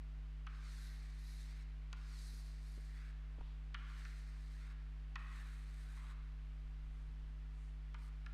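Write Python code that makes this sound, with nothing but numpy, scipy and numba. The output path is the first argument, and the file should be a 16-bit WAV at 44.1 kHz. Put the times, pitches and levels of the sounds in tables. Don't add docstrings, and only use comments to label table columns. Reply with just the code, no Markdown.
import sys
import numpy as np
from scipy import signal
from scipy.fft import rfft, irfft
from scipy.io import wavfile
from scipy.ndimage import uniform_filter1d
from numba import njit

SR = 44100
rng = np.random.default_rng(int(sys.argv[2]) if len(sys.argv) > 2 else 0)


def generate_wav(sig):
    pcm = np.round(np.clip(np.atleast_2d(sig).T, -1, 1) * 32767).astype(np.int16)
    wavfile.write(sys.argv[1], SR, pcm)


N = 367353
TIME = np.arange(N) / SR


def undb(db):
    return 10 ** (np.asarray(db) / 20)


def unit(x):
    return x / np.sqrt(np.mean(x ** 2))


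def add(out, start_s, x):
    i = int(start_s * SR)
    out[i:i + len(x)] += x[:len(out) - i]


def colour(x, points, size=4096):
    hz, db = np.transpose(points)
    log_hz = np.log(np.maximum(np.fft.rfftfreq(size, 1 / SR), 1))
    cepstrum = irfft(np.log(undb(np.interp(log_hz, np.log(hz), db))))
    cepstrum[1:size // 2] *= 2
    cepstrum[size // 2 + 1:] = 0
    impulse = irfft(np.exp(rfft(cepstrum)))
    return signal.oaconvolve(x, impulse)[:len(x)]


def passband(x, hz, kind, order=2):
    return signal.sosfilt(signal.butter(order, hz, kind, fs=SR, output="sos"), x)


def burst(envelope, band_hz):
    x = passband(rng.standard_normal(len(envelope)) * envelope, band_hz, "band")
    return x * np.linalg.norm(envelope) / np.linalg.norm(x)


def walk(rate_hz):
    k = int(SR / rate_hz)
    steps = np.repeat(rng.standard_normal(N // k + 1), k)
    return unit(uniform_filter1d(steps, k)[:N])


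def crumble(per_s, spread_db):
    slips = rng.random(N) < per_s / SR
    grain_db = spread_db * np.minimum(rng.exponential(size=N), 4)
    return unit(slips * rng.standard_normal(N) * undb(grain_db))


@njit
def resonance(x, hz, width_hz):
    y, b, l = np.empty(len(x)), 0., 0.
    for i in range(len(x)):
        g, k = np.tan(np.pi * hz[i] / SR), width_hz / hz[i]
        v = (b + g * (x[i] - l)) / (1 + g * (g + k))
        b, l, y[i] = 2 * v - b, l + 2 * g * v, k * v
    return y


def classroom(x, t60_s=1.35, wet_db=-2.5, dull_hz=3600, gap_s=0.0057, size=66150):
    t = np.arange(size) / SR
    tail = rng.standard_normal(size) * np.exp(-np.log(1000) * t / t60_s) * (t > gap_s)
    tail = passband(tail / np.linalg.norm(tail), dull_hz, "low")
    return x + undb(wet_db) * signal.oaconvolve(x, tail)[:len(x)]


# (multiple, rms_db)
HARMONICS = [(1, -47), (2, -89.5), (3, -61.5), (4, -91.5), (5, -74.5), (7, -87.5), (9, -86), (13, -89),
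             (15, -91)]
# (pitch_hz, relative_db)
AIR_COLOUR = [(20, 4), (60, 10.5), (100, 7), (200, 2.5), (400, -3), (700, -0.5), (1150, 2), (2000, 1),
              (3000, -3), (4500, -9), (7000, -17.5), (10000, -22), (12800, -25.5), (15000, -52)]
MAINS_HZ = 50
AIR_DB = -73


def background():
    hum = np.zeros(N)
    for multiple, rms_db in HARMONICS:
        hum += undb(rms_db) * np.sqrt(2) * np.cos(2 * np.pi * multiple * MAINS_HZ * TIME)
    air = colour(rng.standard_normal(N), AIR_COLOUR)
    air = air / np.std(passband(air, [900, 4000], "band"))
    return hum + air * undb(AIR_DB)


# (start_s, level_db, low_edge_hz, high_edge_hz, decay_s)
MIC_BUMPS = [(0.16, -60, 15, 60, 0.062), (1.36, -68, 20, 90, .03), (2.334, -57.5, 15, 171, .018),
             (2.775, -57, 27, 280, 0.017), (3.383, -44.5, 15, 42, 0.037), (3.384, -54, 133, 370, 0.0056),
             (3.4094, -52, 190, 950, 0.0039), (7.082, -60, 30, 170, 0.019)]


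def bumps(size=32768):
    out, t = np.zeros(N), np.arange(size) / SR
    for start_s, level_db, low_hz, high_hz, decay_s in MIC_BUMPS:
        add(out, start_s, undb(level_db) * burst(np.exp(-t / decay_s), [low_hz, high_hz]))
    return out


# (start_s, low_knock_hz, low_knock_db, high_knock_hz, high_knock_db, crack_db)
CHALK_TAPS = [(0.467, 1360, -50.5, 2530, -55.5, -54), (1.929, 1320, -53.5, 2150, -60, -42),
              (3.7439, 1350, -46.5, 2590, -46.5, -50), (4.051, 1650, -53, 2060, -66, -53),
              (5.1564, 1130, -47, 2170, -45.5, -46.5), (7.944, 1190, -55, 1870, -56, -56.5),
              (8.262, 1450, -53.5, 2200, -60, -55)]
# (nominal_hz, relative_db, t60_s)
PANEL_MODES = [(810, 1.5, 0.076), (1130, -19, 0.048), (1260, -26, 0.03), (1590, -24, .05),
               (1416, 13, 0.071), (1790, -4, 0.046), (2180, -8, 0.036), (2440, -26, 0.045),
               (2518, 12, 0.041), (2740, -9, 0.033), (2900, 2, .04), (3380, -6, 0.026)]
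# (pitch_hz, relative_db)
TIP_CRACK_COLOUR = [(300, -10), (650, -8.5), (2000, -5.5), (3800, 4.5), (4700, 3), (6000, 0.5), (7000, -11),
                    (9300, -17.5), (10500, -17), (14000, -39)]


def taps(ring_db=-22, swell_s=0.003, crack_s=0.0014, spread=1.27, panel_hz=4000, size=44100):
    out, t = np.zeros(N), np.arange(size) / SR
    swell = t / swell_s * np.exp(1 - t / swell_s)
    band = np.array([1 / spread, spread])
    for start_s, low_hz, low_db, high_hz, high_db, crack_db in CHALK_TAPS:
        crack = unit(colour(rng.standard_normal(size), TIP_CRACK_COLOUR)) * np.exp(-t / crack_s)
        low_knock = undb(low_db) * burst(swell, low_hz * band)
        high_knock = undb(high_db) * burst(swell, high_hz * band)
        knock = passband(low_knock + high_knock, panel_hz, "low", order=4)
        ring = np.zeros(size)
        for nominal_hz, mode_db, t60_s in PANEL_MODES:
            mode_hz = nominal_hz * (1 + 0.036 * rng.standard_normal())
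            wave = np.sin(2 * np.pi * mode_hz * t) * rng.choice([-1, 1])
            ring += undb(mode_db - 60 * t / t60_s) * wave
        tap = undb(crack_db) * crack + knock + undb(low_db + ring_db) * ring
        add(out, start_s, classroom(tap))
    return out


def loop(times_s, lift_speed):
    progress = np.interp(TIME, times_s, np.arange(len(times_s)) / 2)
    speed = np.abs(np.sin(np.pi * progress))
    speed = speed + lift_speed * (1 - speed) * (progress > 3 / 2)
    depth = np.sin(np.interp(TIME, times_s[::2], [0, np.pi / 2, np.pi])) ** 2
    return progress, speed, depth


# ((start_s, fastest_down_s, turn_s, fastest_up_s, end_s),
#  (scrape_down_db, scrape_up_db, bend_vs_fast_db, stick_ring_hz), lift_off_speed (0-1),
#  (dust_vs_scrape_db, dust_rise_scale_hz), (rasp_start_db, rasp_turn_db, rasp_end_db),
#  (rasp_start_hz, rasp_end_hz))
CHALK_STROKES = [((0.5, 0.76, 1.118, 1.35, 1.63), (-65.5, -67.5, -8, 4040), 0.17, (-5.5, 3100),
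                 (-66, -73, -71), (1500, 1930)), ((1.97, 2.26, 2.58, 2.7, 3.11), (-65, -72, -6.5, 4300),
                 0.097, (-4, 2100), (-69.5, -79, -66.5), (1660, 1700)), ((3.78, 4.03, 4.35, 4.58, 4.725),
                 (-70.5, -75.5, -4, 4198), 0.1, (-5, 100), (-63.5, -77.5, -67), (1420, 1500)),
                 ((5.19, 5.43, 5.698, 5.9, 6.125), (-73, -75.5, -2, 3950), 0.63, (-2.9, 1000),
                 (-62, -74, -62.5), (1250, 850)), ((7.99, 8.02, 8.045, 8.065, 8.085), (-74, -74, -2, 4400),
                 0.72, (1, 1200), (-86, -82.5, -78), (1470, 1470))]
TURN_RASP_HZ, STICK_HZ, DUST_HZ = 1960, 4330, 8370
RASP_FALL_POWER, RASP_RETURN_POWER = 1.5, 1
BITE_S, BITE_SCRAPE_DB, BITE_RASP_DB = 0.18, -5.5, -4
DUST_SWING = 1.11
DUST_BUILD_S, FRESH_DUST_DB = 0.33, -3
BEND_RISE_HZ = 300


def hand(fade_s=0.012):
    gains, height = np.zeros((3, N)), np.zeros(N)
    centres_hz = np.outer([TURN_RASP_HZ, STICK_HZ, DUST_HZ], np.ones(N))
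    for times_s, scrape, lift_speed, dust, rasp_levels_db, rasp_ends_hz in CHALK_STROKES:
        down_db, up_db, bend_db, ring_hz = scrape
        dust_db, rise_hz = dust
        start_db, turn_db, end_db = rasp_levels_db
        start_hz, end_hz = rasp_ends_hz
        contact = np.clip(np.minimum(TIME - times_s[0], times_s[-1] - TIME) / fade_s + 1, 0, 1)
        on = contact > 0
        progress, speed, depth = (v[on] for v in loop(times_s, lift_speed))
        age_s = TIME[on] - times_s[0]
        loose = np.clip(1 - age_s / BITE_S, 0, 1)
        fresh = np.clip(1 - age_s / DUST_BUILD_S, 0, 1)

        sinking = progress < 1
        top_db = np.where(sinking, start_db, end_db)
        top_hz = np.where(sinking, start_hz, end_hz)
        power = np.where(sinking, RASP_FALL_POWER, RASP_RETURN_POWER)
        rasp_db = top_db + (turn_db - top_db) * depth ** power + BITE_RASP_DB * loose

        flank_db = np.interp(progress, [1 / 2, 3 / 2], [down_db, up_db])
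        sink_db = bend_db * (1 - speed ** 2) + BITE_SCRAPE_DB * loose
        hiss_db = flank_db + dust_db + DUST_SWING * sink_db + FRESH_DUST_DB * fresh
        gains[:, on] = contact[on] * undb([rasp_db, flank_db + sink_db, hiss_db])

        dust_rise_hz = rise_hz * 2 * (speed * depth) ** 2 * undb(flank_db - down_db)
        centres_hz[:, on] = [top_hz + (TURN_RASP_HZ - top_hz) * depth,
                             ring_hz + BEND_RISE_HZ * (1 - speed),
                             DUST_HZ + dust_rise_hz]
        height[on] = 1 - 2 * depth
    return gains, centres_hz, height


def sweep(x, height, lag_s=0.001216, travel_s=0.00047, far_lag_s=.0024, far_travel_s=.0006):
    near = np.interp(TIME - lag_s + travel_s * height, TIME, x)
    far = np.interp(TIME - far_lag_s + far_travel_s * height, TIME, x)
    return unit(x + .34 * near + .2 * far)


# (pitch_hz, relative_db)
BOARD_RASP_COLOUR = [(400, -15), (750, -14.5), (1100, -2), (1600, 0), (2250, 1), (2900, -4), (3500, -2),
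                     (4400, -20), (8000, -34.5)]
# (pitch_hz, relative_db)
STICK_SCRAPE_COLOUR = [(1500, -18), (3250, -15), (3800, -1), (4400, 0), (5000, 0), (5500, 1), (6400, 2.5),
                       (7300, -2), (9000, -7.5), (14000, -35.5)]
# (pitch_hz, relative_db)
DUST_HISS_COLOUR = [(4000, -23), (6500, -4), (7500, -4), (8400, -2), (9300, -5), (10300, -7.5),
                    (11500, -5.5), (13000, -5.5), (15500, -15.5)]


def drawing(flutter_db=1.03, rasp_width_hz=740.0, scrape_width_hz=1330.0, dust_width_hz=4500.0):
    (rasp_gain, scrape_gain, dust_gain), (rasp_hz, scrape_hz, dust_hz), height = hand()
    slips = sweep(crumble(per_s=13000, spread_db=-1.0), height) * undb(flutter_db * walk(45))
    rasp = unit(resonance(colour(slips, BOARD_RASP_COLOUR), rasp_hz, rasp_width_hz))
    scrape = unit(resonance(colour(slips, STICK_SCRAPE_COLOUR), scrape_hz, scrape_width_hz))
    dust = unit(resonance(colour(slips, DUST_HISS_COLOUR), dust_hz, dust_width_hz))
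    return undb(-1.5) * rasp_gain * rasp + undb(-0.85) * scrape_gain * scrape + undb(0.2) * dust_gain * dust


# (peak_s, half_length_s, level_db, centre_hz)
SWELLS = [(3.45, 0.1, -75, 960), (3.48, 0.079, -76, 3370), (6.803, 0.55, -59, 24),
          (6.985, .11, -88.5, 7600), (7.05, 0.38, -73, 75), (7.156, 0.38, -76.5, 210),
          (7.63, 0.1, -84, 7500)]


def rustles():
    fibres = crumble(per_s=16000, spread_db=0.0)
    out = np.zeros(N)
    for peak_s, half_s, level_db, centre_hz in SWELLS:
        envelope = np.exp(-((TIME - peak_s) / half_s) ** 2)
        rub = unit(passband(fibres, [centre_hz / 1.3, centre_hz * 1.25], "band"))
        out += undb(level_db) * envelope * rub
    return out


def scene():
    return (background() + bumps() + taps() + classroom(drawing()) + rustles())[None]


TOP_HZ = 15650


def record(dry):
    return signal.sosfilt(signal.ellip(10, .1, 80, TOP_HZ, fs=SR, output="sos"), dry)


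dry = scene()
out = record(dry)
generate_wav(out)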